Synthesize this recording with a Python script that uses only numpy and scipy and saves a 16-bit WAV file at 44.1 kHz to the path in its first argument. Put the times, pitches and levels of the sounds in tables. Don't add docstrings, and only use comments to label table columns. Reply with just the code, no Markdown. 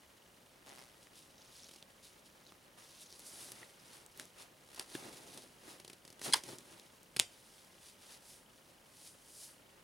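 import sys
import numpy as np
from scipy import signal
from scipy.fft import rfft, irfft
from scipy.io import wavfile
from scipy.ndimage import uniform_filter1d

SR = 44100
rng = np.random.default_rng(int(sys.argv[2]) if len(sys.argv) > 2 else 0)


def unload_audio(sound):
    columns = np.transpose(np.atleast_2d(sound))
    steps = np.round(np.clip(columns, -1, 1) * 32767)
    wavfile.write(sys.argv[1], SR, steps.astype(np.int16))


N = 433503
TIME = np.arange(N) / SR

# frequency_hz, relative_db
HUSH_EQ = [(15, -64), (25, -8), (185, -2.5), (476, -7.5), (531, -2.5), (677, -10.5), (1840, -20.5),
           (16000, -22.5)]
RUBBER_EQ = [(1500, -16.5), (2900, -6), (3900, -4.5), (5800, -6.5), (7700, -8.5), (10000, -4), (12500, -16),
             (16000, -21.5)]
SATIN_EQ = [(2500, -28.5), (3600, -12), (4800, -4), (7500, -5), (9900, 0.5), (12500, -11.5), (16000, -22)]
FRICTION_EQ = [(40, -46.5), (300, -6.5), (700, 0), (1500, -3), (2000, -3), (3300, -8.5), (12000, -25.5)]
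HOLLOW_EQ = [(60, -28.5), (125, -2.5), (220, -3.5), (320, 2.5), (480, -3.5), (900, -10.5), (3000, -57)]
CRACK_EQ = [(200, -15.5), (800, -8), (1600, -7.5), (2900, -1.5), (4150, -1), (5300, -0.5), (7500, -3.5),
            (10000, 0.5), (12000, -8), (16000, -26)]
SQUEAK_EQ = [(60, -24), (700, -11), (1700, -10.5), (3400, 1), (5000, 1.5), (6600, -11.5), (10000, -0.5),
             (12000, -23)]
# peak_s, rise_s, fall_s, swish_db, friction_db (before its boost), hollow_db
PULLS = [(0.7, 0.058, 0.1, -63.5, -64.5, -64.5), (0.79, 0.074, 0.13, -62, -67, -69),
         (2.785, .012, 0.054, -60.5, -66.5, -70), (3.41, 0.18, 0.2, -57.5, -65.5, -64),
         (3.62, 0.084, 0.10188, -61, -67.5, -69.5), (3.94, 0.157, 0.11, -61, -69, -68.5),
         (4.21, 0.04348, 0.0471, -57.5, -67.5, -62.5), (4.395, 0.028, 0.0555, -57.5, -62.5, -64),
         (4.811, 0.095, 0.03313, -54, -61, -68), (4.954, 0.053, 0.072, -52.5, -63, -68.5),
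         (5.08, 0.1467, 0.07, -60.5, -63.5, -55), (5.2, 0.17, 0.13, -58.5, -67.5, -62.5),
         (5.35, 0.13255, 0.16, -60, -71, -60), (5.7, 0.078, 0.1, -58.5, -65.5, -62),
         (6.268, 0.021, 0.046, -43.5, -52, -46), (6.36, .014, 0.027, -43.5, -51.5, -55),
         (6.5, 0.05911, 0.075, -52, -63, -54.5), (6.69, 0.085, 0.21, -62, -70.5, -66),
         (8.14, 0.12966, 0.03914, -56.5, -70, -80)]
# peak_s, rise_s, fall_s, swish_db, satin_share
SWEEPS = [(1.02, 0.0883, 0.122, -68, .3), (1.18, 0.04916, 0.095, -60, 0.08), (1.61, 0.16, 0.18, -59.5, 0),
          (2.06, 0.079, 0.1, -61.5, 0), (2.268, 0.01275, 0.02643, -60.5, 0), (2.87, .06, 0.62, -63, 0),
          (3.02, 0.026, 0.02374, -55, 0.59), (3.268, 0.0184, 0.0477, -52, 1), (3.44, 0.22, 0.086, -53.5, 1),
          (6.247, 0.022, 0.038, -42.5, 0.27), (7.58, 0.41, 0.2081, -65, 0.25),
          (7.87, 0.0588, 0.0588, -56.5, 0.29), (8.3, 0.0725, 0.101, -58, 0.76),
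          (9.07, 0.1173, 0.074, -56.5, 0.72), (9.44, 0.15326, 0.077, -52.5, 0.92)]
# peak_s, rise_and_fall_s, level_db
CRUMPLES = [(1.42, 0.0655, -65.5), (1.64, 0.081, -61.5), (2.465, 0.03335, -62.5), (3.1, .15, -64)]
# peak_s, rise_s, fall_s, rate_hz, depth
JUDDERS = [(.77, 0.29, 0.2474, 131.88, 0.98), (1.68, 0.027, 0.0735, 45, 0.4), (4.719, .12, 0.12, 70, 0.86)]
# start_s, pitch_hz, ring_db
FLICKS = [(1.0705, 1700, -55.5), (1.8262, 3553, -48.5), (2.5217, 1200, -54), (3.1262, 4786, -49.5),
          (3.194, 11000, -51), (3.2014, 7500, -54.5), (4.063, 7000, -51), (4.175, 11560, -52),
          (4.254, 7500, -53.5), (6.5852, 7063, -46.5), (6.797, 4162, -51), (7.031, 9800, -58)]
# start_s, crack_db
CREEPS = [(1.69, -60.5), (1.712, -61), (1.7362, -61.5), (1.76, -60.5), (5.3743, -51.5), (5.799, -56.5),
          (5.847, -55), (5.878, -56), (5.898, -54.5), (5.931, -56.5), (6.05, -57.5), (6.0766, -59),
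          (6.102, -60), (6.126, -61.5), (6.1932, -58.5), (6.215, -49.5), (6.4358, -51)]
# start_s, half_length_s, crack_db, thump_db, pitch_hz, ring_db
SNAPS = [(3.5183, 0.0042, -51.5, -61, 9900, -50), (4.1975, 0.00081, -38.5, -52.5, 1595, -45),
         (4.795, 0.003, -39, -48, 4030, -42.5), (4.9505, 0.0041, -54, -48, 2921, -49),
         (7.1638, 0.0038, -43, -49.5, 2080, -44.5), (7.168, 0.0014, -36, -44, 4200, -38),
         (7.1927, .0028, -35, -56, 3600, -37), (7.1976, 0.0013, -22.5, -37.5, 8200, -25)]
# start_s, pitch_hz, peak_db, swell_s
POPS = [(3.63, 1951, -44.5, 0.001196), (4.951, 315.3, -37, 0.002763), (4.951, 1710, -39.5, .0012),
        (7.1979, 4000, -11, 0.00024)]
# time_s, slip_rate_hz, level_db
CUFF_SQUEAK = [(6.3245, 2100, -70), (6.3257, 2100, -30), (6.3285, 2080, -32), (6.332, 2050, -48),
               (6.3335, 1700, -37), (6.3353, 1675, -19), (6.3375, 1640, -19), (6.3395, 1500, -26),
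               (6.3408, 1100, -20), (6.3433, 950, -23), (6.349, 520, -48)]
CREASE_PITCHES_HZ = np.geomspace(3500, 6400, 9)


def amp(db):
    return 10 ** (np.asarray(db) / 20)


def unit_rms(x):
    return x / np.sqrt(np.mean(x ** 2) + 1e-20)


def drift(rate_hz):
    knots = rng.standard_normal(N // 8)
    return unit_rms(np.interp(TIME * rate_hz, np.arange(len(knots)), knots))


def equalise(x, curve, size=4096):
    hz, db = np.transpose(curve)
    gain = amp(np.interp(np.log(np.fft.rfftfreq(size, 1 / SR) + 1), np.log(hz), db))
    cepstrum = irfft(np.log(gain))
    cepstrum[1:size // 2] *= 2
    cepstrum[size // 2 + 1:] = 0
    response = irfft(np.exp(rfft(cepstrum)))[:size // 2]
    response /= np.linalg.norm(response)
    return signal.oaconvolve(np.atleast_2d(x), response[None], axes=1)[:, :N]


def widen(pair, side_db):
    side = signal.sosfilt(signal.butter(1, [90, 5000], "band", fs=SR, output="sos"), pair[1])
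    return pair[0] + amp(side_db) * side * np.array([[1], [-1]])


def room_hush():
    air = widen(rng.standard_normal((2, N)), side_db=-10)
    return amp(-67) * equalise(air, HUSH_EQ)


def faint_chatter(rate_hz, band_hz, level_db):
    gate = np.exp(4 * np.cos(2 * np.pi * rate_hz * (TIME - .0224)))
    band = signal.butter(2, band_hz, "band", fs=SR, output="sos")
    return amp(level_db) * unit_rms(signal.sosfilt(band, gate * rng.standard_normal(N)))


def stroke(peak_s, rise_s, fall_s):
    away = np.maximum((peak_s - TIME) / rise_s, (TIME - peak_s) / fall_s)
    gain, near = np.zeros(N), away < 5
    gain[near] = amp(-10 * away[near] ** 1.3)
    return gain


def hand_movements():
    rubber, satin = np.zeros((2, N))
    for peak_s, rise_s, fall_s, swish_db, satin_share in SWEEPS:
        power = (amp(swish_db) * stroke(peak_s, rise_s, fall_s)) ** 2
        rubber += (1 - satin_share) * power
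        satin += satin_share * power
    glide, friction, hollow = (np.full(N, amp(db) ** 2) for db in (-72.5, -74, -77.5))
    for peak_s, rise_s, fall_s, swish_db, friction_db, hollow_db in PULLS:
        power = stroke(peak_s, rise_s, fall_s) ** 2
        glide += amp(swish_db) ** 2 * power
        friction += amp(friction_db) ** 2 * power
        hollow += amp(hollow_db) ** 2 * power
    sleeve_share = 0.1528
    rubber += (1 - sleeve_share) * glide
    satin += sleeve_share * glide
    return np.sqrt([rubber, satin, friction, hollow])


def grains(per_s, scatter_db, hiss):
    sizes = amp(scatter_db * np.minimum(rng.exponential(1, (2, N)), 4))
    signs = rng.choice([-1, 1], (2, N))
    clicks = unit_rms(sizes * signs * (rng.random((2, N)) < per_s / SR))
    return unit_rms(clicks + hiss * rng.standard_normal((2, N)))


def swish(rubber_gain, satin_gain):
    flutter = rubber_gain * amp(1.3 * drift(130) + 1.6 * drift(40))
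    rubber = equalise(flutter * grains(per_s=2000, scatter_db=4.5, hiss=1.0), RUBBER_EQ)
    satin = equalise(satin_gain * rng.standard_normal((2, N)), SATIN_EQ)
    crumpling = sum(amp(db) * stroke(peak_s, span_s, span_s) for peak_s, span_s, db in CRUMPLES)
    creases = np.hypot(.4 * flutter, crumpling) * crinkle(per_s=480, scatter_db=3.0, q=16.67)
    return widen(rubber + satin, side_db=-12) + creases


def crinkle(per_s, scatter_db, q):
    sizes = amp(scatter_db * np.minimum(rng.exponential(1, N), 3))
    flips = sizes * (rng.random(N) < per_s / SR)
    pitch_index = rng.integers(0, len(CREASE_PITCHES_HZ), N)
    creases = np.zeros(N)
    for k, hz in enumerate(CREASE_PITCHES_HZ):
        creases += signal.lfilter(*signal.iirpeak(hz, q, fs=SR), flips * (pitch_index == k) + 1e-18)
    return unit_rms(creases)


def skin_drag(friction_gain, hollow_gain, friction_boost_db):
    grip = amp(1.45 * drift(110))
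    friction = grains(per_s=1500, scatter_db=3.0, hiss=0.91) * grip * friction_gain
    hollow = grains(per_s=660, scatter_db=0.5, hiss=0.68) * grip * hollow_gain
    rasp = amp(friction_boost_db) * equalise(friction, FRICTION_EQ)
    drumming = equalise(hollow, HOLLOW_EQ)
    return widen(rasp, side_db=-1.5) + widen(drumming, side_db=-11.5)


def judder(sag_octaves_per_s):
    gain = np.ones(N)
    for peak_s, rise_s, fall_s, rate_hz, depth in JUDDERS:
        sagging_hz = rate_hz * 2 ** (-sag_octaves_per_s * np.clip(TIME - peak_s, -1, 1))
        cycle = np.cumsum(sagging_hz * (1 + .08 * drift(40))) / SR % 1
        release = unit_rms(np.exp(-cycle / 0.4))
        gain += depth * stroke(peak_s, rise_s, fall_s) * (release - 1)
    return gain


def contact_burst(count, attack, decay):
    age = np.linspace(0, 1, count)
    envelope = (1 - np.exp(-age / attack)) * np.exp(-age / decay)
    spectrum = rfft(rng.standard_normal(count) * envelope)
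    flat = irfft(spectrum / np.abs(spectrum), count)
    return unit_rms(flat * np.sqrt(envelope))


def fold_slaps():
    cracks, thumps, rings = np.zeros((3, N))
    creeps = [(start_s, .005, db, db - 4, rng.uniform(1730, 5800), db - 4) for start_s, db in CREEPS]
    flicks = [(start_s, .0011, db - 9, db - 9, hz, db) for start_s, hz, db in FLICKS]
    for start_s, half_length_s, crack_db, thump_db, pitch_hz, ring_db in list(SNAPS) + creeps + flicks:
        at, count = int(start_s * SR), 2 * int(half_length_s * SR)
        cracks[at:at + count] += amp(crack_db) * contact_burst(count, attack=0.027, decay=0.5)
        thumps[at:at + count] += amp(thump_db) * contact_burst(count, attack=0.051, decay=0.24)
        push = np.pad(contact_burst(count, attack=.06, decay=.35), (0, SR // 100))
        ring = signal.lfilter(*signal.iirpeak(pitch_hz, Q=3.0, fs=SR), push)
        rings[at:at + len(ring)] += amp(ring_db) * np.sqrt(count) * ring / np.linalg.norm(ring)
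    return equalise(cracks, CRACK_EQ) + equalise(thumps, HOLLOW_EQ), rings


def pops():
    out, age = np.zeros(N), TIME[:SR // 16]
    for start_s, pitch_hz, peak_db, swell_s in POPS:
        at = int(start_s * SR)
        envelope = amp(peak_db) * age / swell_s * np.exp(1 - age / swell_s)
        out[at:at + len(age)] += envelope * np.sin(2 * np.pi * pitch_hz * age)
    return out


def cuff_squeak():
    times_s, rates_hz, levels_db = np.transpose(CUFF_SQUEAK)
    rate_hz = np.interp(TIME, times_s, rates_hz)
    sounding = (TIME > times_s[0]) & (TIME < times_s[-1])
    envelope = amp(np.interp(TIME, times_s, levels_db)) * sounding
    slips = np.diff(np.floor(np.cumsum(rate_hz) / SR), prepend=0)
    pulses = slips * np.sqrt(SR / rate_hz) - np.sqrt(rate_hz / SR)
    slack = np.clip(1 - rate_hz / 1600, 0, 1)
    grit = (0.2666 + slack / 2) * rng.standard_normal(N)
    force = (pulses + grit) * envelope
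    squeal = equalise(force * (1 - slack), SQUEAK_EQ)
    flap = amp(1.5) * equalise(force * slack, FRICTION_EQ)
    return squeal, flap


def room_reverb(send, treble_hz, early_t60_s, late_t60_s, late_db, build_s):
    dulled = signal.sosfilt(signal.butter(1, treble_hz, fs=SR, output="sos"), send)
    age = TIME[:SR // 2]
    decay = amp(-60 * age / early_t60_s) + amp(late_db - 60 * age / late_t60_s)
    envelope = decay * (1 - np.exp(-age / build_s))
    spectrum = rfft(rng.standard_normal((2, len(age))) * envelope)
    flat = irfft(spectrum / np.abs(spectrum), len(age))
    local_rms = np.sqrt(uniform_filter1d(flat ** 2, size=400, axis=1) + 1e-20)
    response = widen(flat * envelope / local_rms, side_db=-5.5)
    response /= np.linalg.norm(response[0])
    return signal.oaconvolve(dulled, response, axes=1)[:, :N]


def scene():
    rubber, satin, friction, hollow = hand_movements() * judder(sag_octaves_per_s=1.8)
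    rub = swish(rubber, satin) + skin_drag(friction, hollow, friction_boost_db=4)
    slaps, rings = fold_slaps()
    squeal, flap = cuff_squeak()
    hits = slaps + flap
    ringing = rings + pops() + squeal
    bed = room_hush() + faint_chatter(rate_hz=25, band_hz=(2800, 3260), level_db=-78)
    send = amp(-11.5) * rub + amp(-7.5) * hits + amp(-16.5) * ringing
    room = room_reverb(send, treble_hz=8500, early_t60_s=0.13, late_t60_s=0.52, late_db=-21, build_s=0.0037)
    return rub + hits + ringing + room + bed


def record(dry):
    return signal.sosfilt(signal.ellip(10, .1, 80, 15900, fs=SR, output="sos"), dry)


dry = scene()
out = record(dry)
unload_audio(out)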